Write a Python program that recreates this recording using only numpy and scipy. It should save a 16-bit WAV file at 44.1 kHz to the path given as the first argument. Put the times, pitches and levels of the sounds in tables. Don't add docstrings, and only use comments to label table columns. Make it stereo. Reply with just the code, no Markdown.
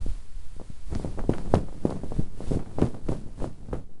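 import sys
import numpy as np
from scipy import signal
from scipy.fft import rfft, irfft
from scipy.io import wavfile

SR = 44100
rng = np.random.default_rng(int(sys.argv[2]) if len(sys.argv) > 2 else 0)


def materialize(psi):
    bounded = np.clip(np.atleast_2d(psi).T, -1, 1)
    quanta = np.round(bounded * 32767).astype(np.int16)
    wavfile.write(sys.argv[1], SR, quanta)


N = 176400
TIME = np.arange(N) / SR

# (time [s], level before the low cut [dB], pulse width [ms],
# flutter relative to that level [dB], suction relative to the push [ratio])
SNAPS = [(0.064, -24.5, 1.38, -24, .85), (0.566, -35, 1.4, -22, 0), (0.5988, -30, 0.66, -15.5, 0.7),
         (0.615, -26.5, 0.87, -22, 0.07), (0.701, -28, 2.73, -25, 0.66), (0.951, -24.5, 0.26, -33, .1),
         (0.9599, -21, 1.26, -19, 0.1), (0.998, -23, 0.73, -25, .2), (1.0475, -14.5, 1.06, -21.5, 0.26),
         (1.1763, -25, 1, -7, .3), (1.1868, -24, 0.68, -16, 0.4), (1.1929, -20, 0.4, -17.5, 0.27),
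         (1.2397, -25, 0.79, -14, 0.4), (1.2945, -4.5, 1.22, -18, 0.25), (1.3348, -27.5, 0.29, -6.5, .5),
         (1.3832, -23, 0.32, -13.5, 0), (1.5397, -1, 0.71, -16.5, 0.45), (1.552, -20.5, 0.46, -18, 0.6),
         (1.572, -14.5, 1.7, -16, 0.77), (1.6853, -33, 0.56, -11.5, 0.55), (1.727, -31, 0.74, -30, .3),
         (1.8532, -6, 1.31, -18.5, 0.4), (1.8955, -19, 0.87, -17, 0.5), (1.9095, -18.5, 0.65, -13, 0.2),
         (1.9243, -21, 0.67, -23, 0.45), (2.0357, -21, 1, -14.5, 0.4), (2.121, -17, 0.85, -24.5, 0.2),
         (2.1882, -16, 2.5, -25, 0.2), (2.195, -9.5, 2.27, -28.5, 0.17), (2.406, -22, 0.91, -13.5, 0.48),
         (2.5102, -17, 1.1, -15, .4), (2.5178, -9, 1.51, -21, 0.14), (2.548, -18, 1.13, -20, 0.3),
         (2.5596, -15.5, 2.4, -21, 0.6), (2.5714, -14, 1.4, -31, .5), (2.593, -31, 0.35, -8, 0.5),
         (2.6609, -34, 0.36, -15.5, 0), (2.715, -31.5, 0.89, -20, 0.2), (2.7859, -11.5, 0.81, -12.5, 0.14),
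         (2.8185, -19, 0.57, -5, 0.49), (2.8235, -5.5, 1.33, -20.5, 0.58), (2.8443, -11, 2.06, -14.5, 0.35),
         (2.944, -34, 0.68, -1.5, 0.25), (3.0859, -21, 0.71, -8.5, 0.16), (3.0919, -13.5, 1.18, -15, 0.4),
         (3.1209, -19.5, 0.77, -17, 0.7), (3.1285, -21, 0.95, -10.5, 0.5), (3.262, -24, 2.7, -20, 0.1),
         (3.4017, -30.5, 0.59, -6, 0.1), (3.4214, -19.5, 0.9, -12.5, 0.1),
         (3.4434, -15.5, 0.63, -18.5, 0.26), (3.73, -23, 0.45, -6, .3), (3.7338, -18.5, 0.72, -17.5, .3),
         (3.894, -44.5, 1.05, -22, 0.2)]
# (time [s], left minus right [dB])
EDGE_PAN = [(.6, -1), (1.25, 3.5), (2.1, -3.5), (2.5, -1), (3.1, -4.5), (3.7, 2.5)]
# (time [s], peak level [dB], left minus right [dB], ring frequency [Hz])
HEM_TICKS = [(.951, -31, 18, 4000), (1.337, -27.5, 7.5, 1570), (1.3834, -39.5, -5, 3500),
             (1.544, -23.5, -2, 4000), (1.554, -24.5, -4, 2700), (1.905, -31, -1, 5000),
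             (2.8167, -30.5, -9, 2500), (2.864, -37.5, -2, 2800), (3.0875, -34, -3, 1700)]

# (time [s], relative level [dB])
RIPPLE_LEVEL = [(0, -47.5), (.3, -62.5), (.87, -58.5), (.93, -32), (1.08, -37), (1.15, -42), (1.21, -52.5),
                (1.46, -36.5), (1.66, -41.5), (1.79, -45.5), (1.96, -36.5), (2.09, -47), (2.17, -35.5),
                (2.32, -49.5), (2.53, -31.5), (2.65, -42.5), (2.86, -38), (3.04, -45), (3.14, -39.5),
                (3.34, -50.5), (3.46, -37), (3.57, -51), (3.76, -38.5), (3.86, -56.5), (4, -54.5)]
SWISH_LEVEL = [(0, -58), (.1, -56.5), (.29, -64), (.38, -62.5), (.5, -62), (.85, -61.5), (.97, -53),
               (1.1, -58.5), (1.26, -62), (1.34, -55.5), (1.48, -59.5), (1.55, -51), (1.63, -63.5),
               (1.8, -61.5), (1.91, -56.5), (2.0, -62.5), (2.19, -57), (2.3, -67), (2.44, -55), (2.54, -50),
               (2.62, -65), (2.74, -62), (2.83, -53), (2.92, -62), (3.03, -66), (3.12, -53.5), (3.24, -66),
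               (3.35, -65.5), (3.44, -53.5), (3.51, -66), (3.62, -68.5), (3.77, -63), (3.85, -74), (4, -74)]
GUST_LEVEL = [(0, -34.5), (.11, -30.5), (.19, -51), (.28, -52.5), (.35, -43), (.46, -47), (.58, -49),
              (.68, -52.5), (.85, -50), (.95, -32.5), (1.02, -44), (1.2, -37), (1.38, -46.5), (1.56, -35),
              (1.75, -49), (1.88, -53), (2.08, -44), (2.17, -34.5), (2.28, -46), (2.42, -49.5),
              (2.54, -31.5), (2.66, -57), (2.85, -38), (2.98, -58), (3.1, -32.5), (3.22, -49.5),
              (3.35, -49), (3.44, -37.5), (3.53, -60), (3.73, -39.5), (3.84, -52.5), (4, -66)]

# (frequency [Hz], relative spectral density [dB])
FLUTTER_SPECTRUM = [(40, -34), (110, 5), (250, 3), (500, -1.5), (900, -17), (1600, -37), (4000, -39.5)]
CRINKLE_SPECTRUM = [(300, -10.5), (750, 4), (1500, -8), (2600, -17), (6000, -35.5), (11000, -39)]
BILLOW_SPECTRUM = [(20, -12), (50, -7), (90, 2.5), (140, -4.5), (210, -2.5), (500, -39), (2000, -93)]
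RIPPLE_SPECTRUM = [(40, -12), (100, 5), (200, 1), (400, -8), (800, -18.5), (1500, -29.5), (3000, -43.5),
                   (11000, -49.5)]
SWISH_SPECTRUM = [(300, 6.5), (900, 6), (1800, 2.5), (3000, 1), (4500, 2), (6000, -1.5), (8500, 1),
                  (11000, -3)]
BUFFET_SPECTRUM = [(3, -11), (12, 5.5), (24, 3), (45, -5.5), (80, -9.5), (150, -27), (300, -44.5),
                   (1000, -75)]
SWELL_SPECTRUM = [(1, -5), (3, 3.5), (6, -1.5), (10, -8.5), (18, -24), (40, -53), (150, -76.5)]
AIR_SPECTRUM = [(60, -7), (200, 18), (500, -24), (1000, 6), (2000, 0.5), (4000, -11), (11000, -13)]

SUCTION_LAG, SUCTION_SPREAD = 0.97, 1.57
FLUTTER_RISE_S, FLUTTER_DECAY_S = 0.00052, 0.026
TICK_DECAY_CYCLES, TICK_BAND_OCTAVES = 1.28, 1.5
CRINKLE_GAIN_DB, BILLOW_GAIN_DB, SWISH_GAIN_DB = -16.5, -5, 4.5
BUFFET_GAIN_DB, SWELL_GAIN_DB, AIR_GAIN_DB = 9.5, -25.5, -69.5
CLOTH_SIDE_DB = -9
FADE_IN_S, CUTOFF_HZ = 0.02, 11000


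def snaps():
    out = np.zeros((2, N))
    for onset, db, width_ms, _, suction in SNAPS:
        age_in_widths = (TIME - onset) / (width_ms / 1000)
        pressure = pulse(age_in_widths) - suction * pulse((age_in_widths - SUCTION_LAG) / SUCTION_SPREAD)
        pan_db = np.interp(onset, *np.transpose(EDGE_PAN))
        out += panned(from_db(db) * pressure / pressure.max(), pan_db)
    low_cut = signal.butter(1, 58, "high", fs=SR, output="sos")
    return signal.sosfilt(low_cut, out)


def shaking(rise_s, decay_s, sharpness=0):
    power = np.zeros(N)
    for onset, db, width_ms, flutter_db, _ in SNAPS:
        age = np.maximum(TIME - onset, 0)
        strength = from_db(db + flutter_db) / width_ms ** sharpness
        power += (strength * (1 - np.exp(-age / rise_s)) * np.exp(-age / decay_s)) ** 2
    return np.sqrt(power)


def flutter():
    pops = impulses(per_s=700, spread_db=0.5)
    return shaking(FLUTTER_RISE_S, FLUTTER_DECAY_S) * stereo(pops, FLUTTER_SPECTRUM, CLOTH_SIDE_DB)


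def crinkles():
    creases = impulses(per_s=600, spread_db=2.5)
    envelope = shaking(FLUTTER_RISE_S, FLUTTER_DECAY_S, sharpness=0.98)
    return from_db(CRINKLE_GAIN_DB) * envelope * stereo(creases, CRINKLE_SPECTRUM, CLOTH_SIDE_DB)


def billow():
    sheet = stereo(rng.standard_normal((2, N)), BILLOW_SPECTRUM, side_db=-32)
    return from_db(BILLOW_GAIN_DB) * shaking(rise_s=0.0088, decay_s=0.04) * sheet


def hem_ticks():
    out = np.zeros((2, N))
    for onset, db, pan_db, hz in HEM_TICKS:
        time_constants = np.minimum(np.abs(TIME - onset) * hz / TICK_DECAY_CYCLES, 20)
        crack = rng.choice([-1, 1], N) * (TIME >= onset) * np.exp(-time_constants)
        band_hz = np.minimum(hz * 2 ** (TICK_BAND_OCTAVES * np.array([-.5, .5])), CUTOFF_HZ)
        resonance = signal.butter(2, band_hz, "band", fs=SR, output="sos")
        ring = signal.sosfilt(resonance, crack + 1e-18)
        out += panned(from_db(db) * ring / np.abs(ring).max(), pan_db)
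    return out


def ripples():
    pops = impulses(per_s=600, spread_db=3)
    return level(RIPPLE_LEVEL) * stereo(pops, RIPPLE_SPECTRUM, CLOTH_SIDE_DB)


def swish():
    slips = impulses(per_s=16000, spread_db=3)
    return from_db(SWISH_GAIN_DB) * level(SWISH_LEVEL) * stereo(slips, SWISH_SPECTRUM, side_db=-1.5)


def buffeting():
    eddies = stereo(rng.standard_normal((2, N)), BUFFET_SPECTRUM, side_db=-10.5)
    lumps_db = 0.5 * drift(points=40)
    return from_db(BUFFET_GAIN_DB + lumps_db) * level(GUST_LEVEL) * eddies


def swell():
    eddies = stereo(rng.standard_normal((2, N)), SWELL_SPECTRUM, side_db=-3.5)
    return from_db(SWELL_GAIN_DB) * closing_fade() * eddies


def air():
    hiss = stereo(rng.standard_normal((2, N)), AIR_SPECTRUM, side_db=-41)
    return from_db(AIR_GAIN_DB) * closing_fade() * hiss


def closing_fade(start_s=2.72, db_per_s=9.5):
    return from_db(-db_per_s * np.maximum(TIME - start_s, 0))


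def pulse(x, roundness=3.8):
    return (1 + 4 * x ** 2 / roundness) ** -roundness


def impulses(per_s, spread_db):
    trains = []
    for _ in range(2):
        sizes = from_db(spread_db * np.minimum(rng.exponential(1, N), 4))
        signs = rng.choice([-1, 1], N)
        trains.append(sizes * signs * (rng.random(N) < per_s / SR))
    return trains


def drift(points):
    return np.interp(TIME, np.linspace(0, TIME[-1], points), rng.standard_normal(points))


def coloured(excitation, spectrum):
    hz, db = np.transpose(spectrum)
    bin_hz = np.maximum(np.arange(N // 2 + 1) * SR / N, .1)
    magnitude = from_db(np.interp(np.log(bin_hz), np.log(hz), db))
    cepstrum = irfft(np.log(magnitude), N)
    cepstrum[1:N // 2] *= 2
    cepstrum[N // 2 + 1:] = 0
    response = np.exp(rfft(cepstrum))
    sound = irfft(rfft(excitation - excitation.mean()) * response, N)
    return sound / sound.std()


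def stereo(excitations, spectrum, side_db):
    mid, side = (coloured(x, spectrum) for x in excitations)
    width = from_db(side_db)
    return np.array([mid + width * side, mid - width * side]) / np.hypot(1, width)


def panned(mono, db):
    return np.outer(from_db([db / 2, -db / 2]), mono)


def level(envelope):
    return from_db(np.interp(TIME, *np.transpose(envelope)))


def from_db(db):
    return 10 ** (np.asarray(db) / 20)


def scene():
    flag = snaps() + flutter() + crinkles() + billow() + hem_ticks() + ripples() + swish()
    return flag + buffeting() + air() + swell()


def record(dry):
    fade_in = np.sin(np.pi / 2 * np.minimum(TIME / FADE_IN_S, 1)) ** 2
    low_pass = signal.ellip(12, .1, 80, CUTOFF_HZ, fs=SR, output="sos")
    return signal.sosfilt(low_pass, dry * fade_in)


dry = scene()
out = record(dry)
materialize(out)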